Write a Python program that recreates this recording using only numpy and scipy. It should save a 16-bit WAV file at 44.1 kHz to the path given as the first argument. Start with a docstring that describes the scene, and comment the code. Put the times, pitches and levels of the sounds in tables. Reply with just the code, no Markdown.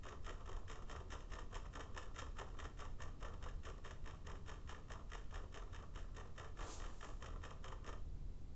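"""Quartz wall clock on a desk

The clock lies in a small room; its stepper motor makes nearly five steps a second and stops just before 8 s.
Each step is a volley of clicks: the rotor snaps round, overshoots and rattles the loose plastic gears in the case.
Noise bursts and clumped noise excite resonances of housing, dial and case; short pings are added directly.
Diffuse reverberation follows. Shaped noise makes the low rumble, a hum that swells now and then, and one soft swish;
a faint sine whines throughout."""
import sys
import numpy as np
from scipy import signal
from scipy.fft import rfft, irfft, next_fast_len
from scipy.io import wavfile

SR = 44100
rng = np.random.default_rng(int(sys.argv[2]) if len(sys.argv) > 2 else 0)


def log_audio(samples):
    """Write samples as a 16-bit WAV file to the path given in sys.argv[1]."""
    # one column per channel
    frames = np.atleast_2d(samples).T
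    # limit to full scale, then quantise
    limited = np.clip(frames, -1, 1)
    pcm = np.round(limited * 32767).astype(np.int16)
    wavfile.write(sys.argv[1], SR, pcm)


N = 377055

# looseness of the gear train, greatest while the second hand swings down through six: t/s, rattle level/dB
GEAR_SLACK = [(0, -0.5), (1, 0), (1.8, 1), (2.6, -0.5), (3.4, -1.5), (4.4, -1.5), (8, -1.5)]


def amp(db):
    """Level definition: an amplitude ratio is 10 to the power dB/20."""
    return 10 ** (np.asarray(db) / 20)


def unit(x):
    """Normalisation of mean power: scale to rms 1."""
    return x / np.sqrt(np.mean(x ** 2) + 1e-20)


def along(points, hz):
    """Logarithmic frequency scale: read (f/Hz, value) points by straight lines over log frequency."""
    f, value = np.transpose(points)
    return np.interp(np.log(hz + 1), np.log(f), value)


def filtered(x, response):
    """Linear filtering: the spectrum of x is multiplied by a response of frequency."""
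    size = next_fast_len(N + SR // 2)  # zero padding keeps the filter's tail from wrapping round
    hz = np.fft.rfftfreq(size, 1 / SR)
    return irfft(rfft(x, size) * response(hz), size)[:N]


def noise(spectrum):
    """Spectral shaping: white noise takes the given spectrum and is scaled to rms 1."""
    white = rng.standard_normal(N)
    return unit(filtered(white, lambda hz: amp(along(spectrum, hz))))


def resonate(x, modes):
    """Modal resonance: steep-sided peaks add in power, with a mean power gain of 1."""
    def response(f):
        power = sum((amp(db) / (1 + (2 * (f - hz) / width) ** 2)) ** 2 for hz, width, db in modes)
        return np.sqrt(power / np.mean(power))
    return filtered(x, response)


def background(rumble_db=-49.0, air_db=-67.5, whine_db=-95.0):
    """Superposition of lasting sources: ventilation rumble, drifting narrow-band hum, thin hiss, electronic whine."""
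    # relative spectrum of the rumble: f/Hz, density level/dB
    rumble_spectrum = [(12, 0.5), (28, 1.5), (43, -0.5), (54, -12.5), (78, -5), (100, -12.5), (125, -15.5),
                       (180, -24), (260, -32), (400, -59), (800, -100)]
    # slow change of the rumble: t/s, level/dB
    rumble_swell = [(0, 0), (1.9, 0.5), (2.3, -1), (3.2, 2), (3.7, 0), (5.3, -1), (6.3, 0.1), (8.55, -.3)]
    # the hum's narrow band: f/Hz, width/Hz, relative level/dB
    hum_band = [(147.6, 33, 0)]
    # the hum swells now and then: t/s, level/dB
    hum_drift = [(0, -75.5), (4.2, -70.5), (4.5, -64.5), (4.9, -67.5), (5.1, -78), (8, -72), (8.2, -59.5),
                 (8.35, -75), (8.55, -72)]
    # relative spectrum of the hiss: f/Hz, density level/dB
    air_spectrum = [(120, -23), (200, -8.5), (256, -10), (349, -12.5), (646, -22), (1130, -27),
                    (1610, -32.5), (3760, -36), (4060, -36), (8000, -38.5), (10400, -81), (17600, -120)]
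    t = np.arange(N) / SR
    rumble = amp(rumble_db + np.interp(t, *np.transpose(rumble_swell))) * noise(rumble_spectrum)
    hum = amp(np.interp(t, *np.transpose(hum_drift))) * unit(resonate(rng.standard_normal(N), hum_band))
    air = amp(air_db) * noise(air_spectrum)
    whine_hz = 3925
    whine = amp(whine_db) * np.sqrt(2) * np.sin(2 * np.pi * whine_hz * t)  # root 2: the level is an rms level
    return rumble + hum + air + whine


def contacts(count=7):
    """Damped rebound: each step ticks, strikes and rebounds, then swings to rest ever more weakly and unevenly.

    Returns rows of t/s, click level/dB, knock level/dB, the levels still without the clock's gains."""
    # motor steps: strike t/s, rotor's swing to its rebound/s,
    # relative levels of lead-in tick/dB, strike/dB, rebound/dB, knock on the dial/dB
    steps = [(0.053, 0.015, -56.5, -55, -53.5, -53), (0.265, 0.015, -55, -50, -53.5, -53),
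             (0.476, 0.017, -59.5, -57, -54, -54.0), (0.699, 0.015, -56, -50, -52, -55),
             (0.897, 0.016, -78, -51.5, -50.5, -54), (1.122, 0.015, -53.5, -48.5, -54, -53.5),
             (1.32, 0.015, -63, -52.5, -49, -54), (1.529, 0.016, -66, -56, -50.5, -54),
             (1.755, 0.016, -55.5, -47.5, -59, -51.5), (1.965, 0.011, -57, -52, -45, -52),
             (2.163, 0.018, -62, -52, -56, -59), (2.386, 0.013, -58.5, -49, -48, -52.0),
             (2.589, 0.012, -68, -52.5, -48, -53.5), (2.792, 0.013, -65, -54, -48.5, -57),
             (3.004, 0.016, -73.5, -53.5, -48.5, -55.5), (3.227, 0.0206, -61, -48.5, -53, -53.5),
             (3.427, 0.014, -81, -53, -50.5, -57.5), (3.653, 0.015, -58, -52, -52.5, -56),
             (3.848, 0.01, -76, -52.5, -54, -56.5), (4.06, 0.015, -65.0, -54, -51, -57),
             (4.27, 0.016, -68.5, -50.5, -57, -57), (4.48, 0.014, -61, -54, -49.5, -57),
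             (4.694, 0.015, -58, -51, -53.5, -55.5), (4.903, 0.016, -64, -53.5, -48, -55.5),
             (5.119, 0.015, -61, -52.0, -48, -57), (5.326, 0.0164, -60, -62, -50, -57.5),
             (5.544, 0.014, -60, -49.5, -53, -57), (5.732, 0.015, -79, -55.5, -53, -57.5),
             (5.958, 0.017, -67, -51, -57.5, -55.5), (6.166, 0.016, -64, -51.5, -55.5, -56.5),
             (6.38, 0.017, -69, -49.5, -49, -55.0), (6.591, 0.0162, -57, -55, -50.5, -52.5),
             (6.801, 0.02, -65, -53.0, -52.5, -57), (7.028, 0.017, -52.5, -53.0, -50, -54),
             (7.224, 0.019, -66.0, -49, -56, -54), (7.436, 0.016, -62, -50.0, -53, -55),
             (7.644, 0.016, -75, -48.5, -55, -55.5), (7.846, 0.018, -75, -56, -53, -57.0)]
    # loose gears clack home late after some steps: t/s, relative click level/dB, relative knock level/dB
    clacks = [(0.087, -51.5, -63), (0.124, -54.5, -51.5), (0.294, -50, -55.5), (0.406, -61, -57.5),
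              (0.53, -56, -61), (0.567, -57.5, -55), (0.822, -61, -57), (0.962, -54, -56),
              (1.003, -60, -57), (1.207, -57.5, -77), (1.354, -54.5, -58), (1.387, -51, -51),
              (1.554, -47.5, -52.5), (1.656, -59.5, -56.5), (1.808, -49.5, -55.5), (2.028, -55.5, -59),
              (2.188, -45, -50.5), (2.218, -53, -51), (2.267, -60.5, -55), (2.543, -68, -59),
              (2.643, -52, -63), (2.653, -50, -51), (2.819, -58, -50.5), (2.853, -55.5, -55.5),
              (3.251, -55.5, -53.5), (3.338, -58, -58.5), (3.46, -57, -49.5), (3.485, -53, -73),
              (3.781, -64.5, -62.5), (3.91, -51, -54), (4.147, -62, -64), (4.353, -59, -61.5),
              (4.515, -56, -56), (4.748, -55.5, -59), (4.937, -54, -56), (5.15, -51, -52),
              (5.358, -50, -52), (5.435, -65, -57), (5.573, -50.5, -55.5), (5.621, -59, -56),
              (5.763, -51.5, -69), (5.825, -64, -54.5), (6.21, -61, -58), (6.445, -54.5, -62),
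              (6.627, -49.5, -53), (6.84, -53, -56), (6.859, -53, -57), (7.066, -62, -64), (7.26, -49, -59),
              (7.361, -63.5, -57), (7.509, -53.5, -53.5), (7.722, -55, -52), (7.877, -51, -52.5),
              (7.892, -52.5, -51), (7.928, -55.5, -51.5)]
    lead_s, lead_knock_db = .018, -13  # the gears take up their play before the strike
    strike_knock_db, rebound_knock_db = 0.5, 0  # these and lead_knock_db are relative to the step's knock
    settle_s, settle_jitter_s = .019, .0035  # spacing of the later swings, and its scatter
    settle_click_db, settle_knock_db = -57.5, -3  # first later swing; its knock is relative to the step's
    click_loss_db, knock_loss_db = 3.0, 2.5  # loss per swing
    click_scatter_db, knock_scatter_db = 2.8, 4.5
    settle_per_slack = 0.53  # slack gears settle louder, dB per dB
    # a random swing this near a listed clack is weakened, so the clack stands in for it
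    near_clack_s, near_clack_db = .009, -10

    strike_s, swing_s, lead_in, strike, rebound, knock = np.transpose(steps)
    rows = [(strike_s - lead_s, lead_in, knock + lead_knock_db),
            (strike_s, strike, knock + strike_knock_db),
            (strike_s + swing_s, rebound, knock + rebound_knock_db)]
    chance = rng.standard_normal((len(strike_s), count, 3))
    loose = settle_per_slack * np.interp(strike_s, *np.transpose(GEAR_SLACK))
    clack_s = np.array(clacks)[:, 0]
    at = strike_s + swing_s
    for k in range(count):
        late, harder, deeper = chance[:, k].T
        at = at + settle_s + settle_jitter_s * late
        nearest = np.abs(at[:, None] - clack_s).min(axis=1)
        weakening = near_clack_db * (nearest < near_clack_s)
        click = settle_click_db + loose + weakening - click_loss_db * k + click_scatter_db * harder
        deep = knock + settle_knock_db + weakening - knock_loss_db * k + knock_scatter_db * deeper
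        rows.append((at, click, deep))
    return np.vstack([np.hstack(rows).T, clacks])


def place(times, rows):
    """Superposition: sum the rows, each starting at its time."""
    at = np.round(np.abs(times) * SR).astype(int)[:, None] + np.arange(rows.shape[1])
    return np.bincount(at.ravel(), rows.ravel(), N)[:N]


def swell(life, size=4096):
    """Impact envelope: a quick rise that crests after life seconds, then an exponential fall."""
    u = np.arange(size) / SR / life
    return u * u * np.exp(-2 * u)


def scuffs(times, levels_db, life, scatter=.25, tilt_db=2.5, pivot_hz=2500, lean_db=0):
    """Frictional contact: each scuff is a noise burst of tiny impacts, of random length and brightness."""
    length, bright = rng.standard_normal((len(times), 2)).T[:, :, None]
    shape = swell(life * np.exp(scatter * length))
    z = rfft(rng.standard_normal(shape.shape) * shape)
    flat = irfft(z / (np.abs(z) + 1e-12))  # only the phases remain, so every burst is white
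    rows = flat * np.sqrt(shape)
    rows *= (amp(levels_db) / np.linalg.norm(rows, axis=1))[:, None]  # level of the energy, before the tilt
    hz = np.fft.rfftfreq(shape.shape[1], 1 / SR)
    octaves = np.clip(np.log2((hz + 1) / pivot_hz), -1, 1)  # the tilt levels off an octave from the pivot
    tilt = amp((lean_db + tilt_db * bright) * octaves)  # both slopes in dB per octave
    return place(times, irfft(rfft(rows) * tilt))


def pings(times, levels_db, pitch_hz, life, scatter):
    """Damped free vibration: the struck gear rings for a few cycles, at a pitch that varies with where it is hit."""
    shape = swell(life)
    hz = pitch_hz * np.exp(scatter * rng.standard_normal((len(times), 1)))
    rows = shape * np.sin(2 * np.pi * hz * np.arange(len(shape)) / SR)
    return place(times, rows * (amp(levels_db) / np.linalg.norm(rows, axis=1))[:, None])


def rattle(times, levels_db, spread, clump_db, clump_rate=220):
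    """Random impact excitation: slack parts tremble in clumps that swell and fade around the contacts."""
    at = np.round(np.abs(times) * SR).astype(int)
    power = np.bincount(at, amp(levels_db) ** 2, N)[:N]
    t = np.arange(-SR // 8, SR // 8) / SR
    bell = np.exp(-np.abs(t) / spread)  # spread in seconds, before and after each contact
    motion = np.sqrt(np.abs(signal.fftconvolve(power, bell / bell.sum(), "same")))
    clumps = np.interp(np.arange(N) * clump_rate / SR, np.arange(N), rng.uniform(-1.5, 1, N))
    return motion * unit(rng.standard_normal(N) * amp(clump_db * clumps))


def clock():
    """Source and resonator: contacts click in the housing, rattle the gears, knock the dial, shake the hollow case."""
    # resonances of the movement's plastic housing: f/Hz, width/Hz, relative level/dB
    housing_modes = [(1370, 280, 0), (1748, 247, 1.5), (1867, 170, -6), (2480, 1100, -6.5), (2807, 300, -5),
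                     (3114, 293, -1.5), (3647, 270, -5.5), (4300, 2000, -19.5), (5257, 160, -5.5),
                     (5645, 600, -10), (6250, 390, -8.5), (6760, 600, -9), (7324, 290, -10.5),
                     (7760, 520, -12)]
    # resonances of the dial and its cover: f/Hz, width/Hz, relative level/dB
    dial_modes = [(902, 110, -5.5), (1033, 120, -1), (1159, 120, 1), (1241, 60, 0.5), (1341, 88, -2),
                  (1530, 67, -10)]
    # resonances of the hollow case on the desk: f/Hz, width/Hz, relative level/dB
    case_modes = [(291, 40, -1.5), (382.6, 44, -0.5), (440, 92, 2), (512, 84, -2), (606, 220, -3.5),
                  (736, 290, -6.5)]
    click_db, ping_db, rattle_db = 17.5, 14, 16.5  # gains on the click levels
    knock_db, shake_db, boom_db, thud_db = 22.5, 16, 21.0, 17  # gains on the knock levels
    lead, lag, boom_lag = .0025, 0.0059, 0.008  # seconds; scuffs start early so that they crest near the contact
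    bright_per_slack = 0.86  # slack gears click brighter, dB per octave per dB

    s, click, knock = contacts().T
    slack = np.interp(s, *np.transpose(GEAR_SLACK))
    teeth = scuffs(s - lead, click + click_db, life=.0035, tilt_db=1.6, pivot_hz=3220,
                   lean_db=bright_per_slack * slack[:, None])
    ring = pings(s - lead / 2, click + ping_db, pitch_hz=1796, life=.0022, scatter=.03)
    gears = rattle(s + lag, click + rattle_db + slack, spread=0.0058, clump_db=8)
    blows = scuffs(s - lead, knock + knock_db, life=0.0072, tilt_db=10, pivot_hz=1150)
    shake = rattle(s + lag, knock + shake_db, spread=0.015, clump_db=4.5)
    # the hollow case booms softly around each contact, a little after it
    boom = rattle(s + boom_lag, knock + boom_db, spread=0.0065, clump_db=4)
    thuds = scuffs(s, knock + thud_db, life=0.0033, tilt_db=5.5, pivot_hz=515)
    housing = resonate(teeth + gears, housing_modes)
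    dial = resonate(blows + shake, dial_modes)
    case = resonate(boom + thuds, case_modes)
    return ring + housing + dial + case  # the pings bypass the resonances


def reverb(x, delay=0.0047, size=8192):
    """Diffuse-field decay: the walls answer each stretch of sound with fresh fading noise; the bass lasts longest."""
    # reverberation time of the room: f/Hz, T60/s
    decay_time = [(200, 0.79), (1200, 0.27), (3000, 0.32), (8000, 0.29)]
    wet = np.zeros(N + SR)
    for start in range(0, N, size):
        hz, t, z = signal.stft(rng.standard_normal(SR // 2), SR, nperseg=256)
        fade = amp(-60 * t / along(decay_time, hz)[:, None])
        tail = signal.istft(z * fade, SR, nperseg=256)[1]
        tail = tail * (1 - np.exp(-np.arange(len(tail)) / SR / delay))  # build-up, delay is its time constant
        answer = signal.fftconvolve(x[start:start + size], tail / np.linalg.norm(tail))
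        wet[start:start + len(answer)] += answer
    return wet[:N]


def swish():
    """Friction noise: a soft brush past, two bands of noise that start dull and thin into a hiss."""
    # course of the brush: t/s, low rub level/dB, hiss level/dB
    brush_levels = [(6.54, -110, -110), (6.59, -62.5, -68), (6.64, -58, -65), (6.72, -60, -52.5),
                    (6.8, -64.5, -61), (6.87, -62.5, -71.5), (7.081, -80, -68.5), (7.2, -98, -79),
                    (7.35, -110, -110)]
    # relative spectrum of the rub: f/Hz, density level/dB
    rub_spectrum = [(120, -24), (300, 5.5), (600, 2), (1200, 2), (2000, -12), (3200, -11.5), (4500, -15.5),
                    (8000, -41.5)]
    # relative spectrum of the hiss: f/Hz, density level/dB
    hiss_spectrum = [(800, -28.5), (2500, -9.5), (4000, -7), (5000, -5.5), (6200, -1.5), (7400, -0.5),
                     (8200, -6)]
    s, rub_db, hiss_db = np.transpose(brush_levels)
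    t = np.arange(N) / SR
    rub = amp(np.interp(t, s, rub_db)) * noise(rub_spectrum)
    hiss = amp(np.interp(t, s, hiss_db)) * noise(hiss_spectrum)
    return rub + hiss


def scene(room_db=-7):
    """Superposition: direct clock, its reverberation, the swish and the background add as one channel."""
    ticks = clock()
    room = amp(room_db) * reverb(ticks)
    return (ticks + room + swish() + background())[None]


def record(dry):
    """Band limitation: in a narrow-band microphone channel the treble rolls off and ends steeply."""
    # treble roll-off: f/Hz, gain level/dB
    treble_gain = [(7650, 0), (7900, -15.5), (8150, -4.5), (8400, -20.5)]
    top_hz = 8419  # nothing passes from here up
    return np.array([filtered(x, lambda hz: amp(along(treble_gain, hz)) * (hz < top_hz)) for x in dry])


dry = scene()
out = record(dry)
log_audio(out)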